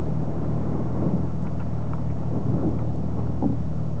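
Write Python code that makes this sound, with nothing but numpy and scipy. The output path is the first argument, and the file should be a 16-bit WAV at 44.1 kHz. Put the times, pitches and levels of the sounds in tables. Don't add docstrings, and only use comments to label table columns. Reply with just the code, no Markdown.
import sys
import numpy as np
from scipy import signal
from scipy.io import wavfile

SR = 44100
rng = np.random.default_rng(int(sys.argv[2]) if len(sys.argv) > 2 else 0)


def file_out(sig):
    cols = np.atleast_2d(sig).T
    lim = np.clip(cols, -1, 1)
    pcm = np.round(lim * 32767).astype(np.int16)
    wavfile.write(sys.argv[1], SR, pcm)


N = 176400


def from_db(db):
    return 10 ** (np.asarray(db) / 20)


def rms_one(x):
    return x / np.sqrt(np.mean(x ** 2) + 1e-20)


def in_time(rows):
    return np.interp(np.arange(N) / SR, *np.transpose(rows))


def drift(corner_hz):
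    r = np.exp(-80 * np.pi * corner_hz / SR)
    slow = signal.lfilter([1], [1, -2 * r, r * r], rng.standard_normal(N // 40 + 2002))[2000:]
    return np.interp(np.arange(N) / 40, np.arange(len(slow)), rms_one(slow))


def butterworth(x, hz, kind, order=2):
    return signal.sosfilt(signal.butter(order, hz, kind, fs=SR, output="sos"), x + 1e-18)


def ring(force, hz, t60):
    r = np.exp(-np.log(1000) / (t60 * SR))
    w = 2 * np.pi * hz / SR
    return signal.lfilter([0, np.sin(w)], [1, -2 * r * np.cos(w), r * r], force + 1e-18)


def banded_noise(spectrum, flicker_db):
    hz, db = np.transpose(spectrum)
    edges = 22 * 2 ** (np.arange(28) / 3)
    white, out = rng.standard_normal((2, N + SR)), 0
    for k, (low, high) in enumerate(zip(edges, edges[1:])):
        level_db = np.interp(np.log(low * high) / 2, np.log(hz), db)
        if hz[0] / 2 < high and low < hz[-1] * 2:
            band = butterworth(white[k % 2], [low, high], "band", order=3)[SR:]
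            out += from_db(level_db + flicker_db * drift(16)) * band
    return rms_one(out)


def swells(rows):
    t, out = np.arange(N) / SR, 0
    for centre_s, db, half_s, hz in rows:
        octave = [hz / np.sqrt(2), hz * np.sqrt(2)]
        noise = rms_one(butterworth(rng.standard_normal(N), octave, "band", order=3))
        out += from_db(db) * np.exp(-.5 * ((t - centre_s) / half_s) ** 2) * noise
    return out


def recorder_noise():
    # f/Hz, relative density/dB
    hiss_spectrum = [(500, 0), (2500, 4), (3500, 2), (5500, 0), (7000, 0), (8000, -8)]
    # f/Hz, rms level/dB
    partials = [(2481, -81.5), (2978, -85.5), (3474, -87), (4296, -91), (5428, -77), (6666, -92)]
    # t/s, level/dB before the high-pass
    ticks = [(.063, -45), (.322, -48), (.459, -45), (.574, -39), (1.076, -42), (1.425, -33), (1.441, -33),
             (1.959, -36), (2.506, -46), (2.56, -43), (2.692, -33), (2.96, -32), (3.202, -43), (3.834, -39)]
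    t, crackles_per_s = np.arange(N) / SR, 33
    whine = sum(from_db(db) * np.sqrt(2) * np.sin(2 * np.pi * hz * t) for hz, db in partials)
    onsets = rng.random(N) < crackles_per_s / SR
    impulses = onsets * from_db(-48.5 + 1.5 * rng.uniform(-1, 1, N))
    for onset_s, db in ticks:
        impulses[int(onset_s * SR)] += from_db(db)
    hiss = from_db(-62.5) * banded_noise(hiss_spectrum, flicker_db=0.5)
    return hiss + whine + butterworth(impulses, 3500, "high")


def water():
    # f/Hz, relative density/dB
    spectrum = [(200, -16), (600, 2), (850, -3.5), (1200, -6.5), (1600, -18), (2200, -22.5), (3200, -47.5),
                (6000, -46.5)]
    # t/s, level/dB
    envelope = [(0, -44.5), (1, -42.5), (1.4, -45.5), (1.85, -44), (2.1, -45.5), (2.6, -44), (2.9, -49.5),
                (3.25, -46), (3.6, -48), (4, -47)]
    # t/s, level/dB, half length/s, centre f/Hz
    laps = [(.78, -47, 0.018, 850), (1.465, -49, 0.014, 1074), (1.61, -47.5, .015, 1170),
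            (1.99, -45, 0.0086, 840), (2.81, -44.5, 0.017, 830), (3.205, -42, .022, 820)]
    return from_db(in_time(envelope)) * banded_noise(spectrum, flicker_db=1.77) + swells(laps)


def knocks():
    # t/s, relative level/dB, scuff centre f/Hz, scuff decay time/s
    impacts = [(.443, -40.5, 1470, .008), (0.731, -44, 2150, .012), (1.041, -51, 2200, .005),
               (1.467, -37, 2250, 0.0083), (1.6, -39, 2450, 0.011), (1.616, -42, 1550, .008),
               (1.933, -28, 1340, .003), (2.1, -41.5, 2100, .012), (2.788, -39.5, 2150, 0.0062),
               (3.19, -46, 2298, .018), (3.268, -44, 1400, .003)]
    # f/Hz, relative level/dB, T60/s
    modes = [(716, 0, 0.033), (935, 0.5, 0.039), (1106, -2, 0.03), (1305, -3, 0.033), (1418, -5, 0.025),
             (1910, -18.5, 0.015), (2260, -19.5, .035), (3130, -28, 0.014)]
    tap_force, scuff_force = 0.87, 0.6
    rasp_gain, rasp_octaves = from_db(11.5), 0.39
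    out, t = np.zeros(N + SR), np.arange(SR // 4) / SR
    for onset_s, db, scuff_hz, scuff_s in impacts:
        scuff = rng.standard_normal(len(t)) * np.exp(-t / scuff_s)
        scuff /= np.linalg.norm(scuff)
        force = tap_force * signal.unit_impulse(len(t)) + scuff_force * scuff
        ringing = sum((-1) ** k * from_db(mode_db) * ring(force, hz, t60)
                      for k, (hz, mode_db, t60) in enumerate(modes))
        edges = scuff_hz * 2 ** (np.array([-.5, .5]) * rasp_octaves)
        rasp = butterworth(scuff, edges, "band")
        rasp /= np.linalg.norm(rasp)
        start = int(onset_s * SR)
        out[start:start + len(t)] += from_db(db) * (ringing + rasp_gain * rasp)
    return out[:N]


def bumps():
    # t/s, relative level/dB, cutoff f/Hz of the contact force
    impacts = [(2.65, -28, 350), (3.423, -22, 1500), (3.431, -30, 1130), (3.439, -19.5, 689),
               (3.452, -16, 295), (3.496, -19, 262), (3.525, -22.5, 260)]
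    # f/Hz, relative level/dB, T60/s
    modes = [(194, 1.5, 0.092), (226.3, -0.5, 0.11), (280, 2.5, 0.13), (445.7, -2.5, 0.046),
             (550, -2.5, 0.056), (710, -7.5, .035), (797, 0.5, 0.047), (980, -9, .03)]
    out, impulse = np.zeros(N + SR), signal.unit_impulse(SR // 2)
    for onset_s, db, contact_hz in impacts:
        force = butterworth(impulse, contact_hz, "low")
        start = int(onset_s * SR)
        for k, (hz, mode_db, t60) in enumerate(modes):
            gain = (-1) ** k * from_db(db + mode_db + rng.normal(0, 1))
            out[start:start + len(force)] += gain * ring(force, hz, t60)
    return out[:N]


def wind():
    # t/s, level/dB
    gusts = [(0, -32.5), (.45, -34), (.62, -32), (.79, -31.5), (.93, -34), (1.09, -27.5), (1.22, -33.5),
             (1.38, -43.5), (2.2, -39.5), (2.35, -31), (2.42, -36), (2.51, -32.5), (2.66, -29.5),
             (2.78, -35.5), (3.05, -35), (3.22, -34.5), (3.6, -45), (4, -42)]
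    # f/Hz, relative density/dB
    spectrum = [(25, -28), (60, -10), (120, -7.5), (200, -2), (300, 0.5), (450, -8), (700, -14),
                (1100, -24), (1700, -49), (3500, -64.5)]
    # t/s, level/dB, half length/s, centre f/Hz
    eddies = [(1.08, -25, 0.016, 219), (1.151, -26.5, 0.016, 167), (2.351, -32, 0.018, 110),
              (2.499, -24, 0.057, 138.1), (2.67, -27, 0.031, 242), (3.799, -36.5, 0.044, 117)]
    lumps_db = 1.9 * drift(corner_hz=35)
    buffeting = from_db(in_time(gusts) + lumps_db) * banded_noise(spectrum, flicker_db=0.3)
    return buffeting + swells(eddies)


def engine():
    # t/s, firing rate f/Hz
    speed = [(0, 39.2), (.7, 38.3), (1.1, 42.2), (1.9, 37.7), (2.3, 38.8), (2.6, 39.45), (2.95, 37.3),
             (3.4, 39.3), (4, 38.4)]
    # multiple of firing rate, rms level/dB
    partials = [(1, -50.5), (2, -37), (3, -32.5), (4, -34), (4.5, -42.5), (5, -43), (6, -47.5)]
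    # f/Hz, relative density/dB
    spectrum = [(25, -30.5), (55, -14), (100, -10), (140, -1), (180, -2.5), (240, -7.5), (420, -19),
                (650, -17.5), (850, -25.5), (1500, -56.5)]
    speed_jitter, waver_db, throb_depth = 0.0017, 1.78, 0.26
    dispersion_rad = 0.7497
    firing_hz = in_time(speed) * (1 + speed_jitter * drift(corner_hz=9.1))
    phase = 2 * np.pi * np.cumsum(firing_hz) / SR
    exhaust = 0
    for order, db in partials:
        amplitude = np.sqrt(2) * from_db(db + waver_db * drift(corner_hz=5.2))
        exhaust += amplitude * np.cos(order * phase - dispersion_rad * order ** 2)
    throb = rms_one(1 + throb_depth * np.cos(phase))
    rumble = from_db(-35) * throb * banded_noise(spectrum, flicker_db=0.5)
    return exhaust + rumble


def scene():
    return (engine() + wind() + water() + knocks() + bumps())[None]


def record(dry):
    cutoff_hz, dc_offset = 8100, -0.047
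    low_pass = signal.ellip(8, .1, 70, cutoff_hz, fs=SR, output="sos")
    return dc_offset + signal.sosfilt(low_pass, dry + recorder_noise())


dry = scene()
out = record(dry)
file_out(out)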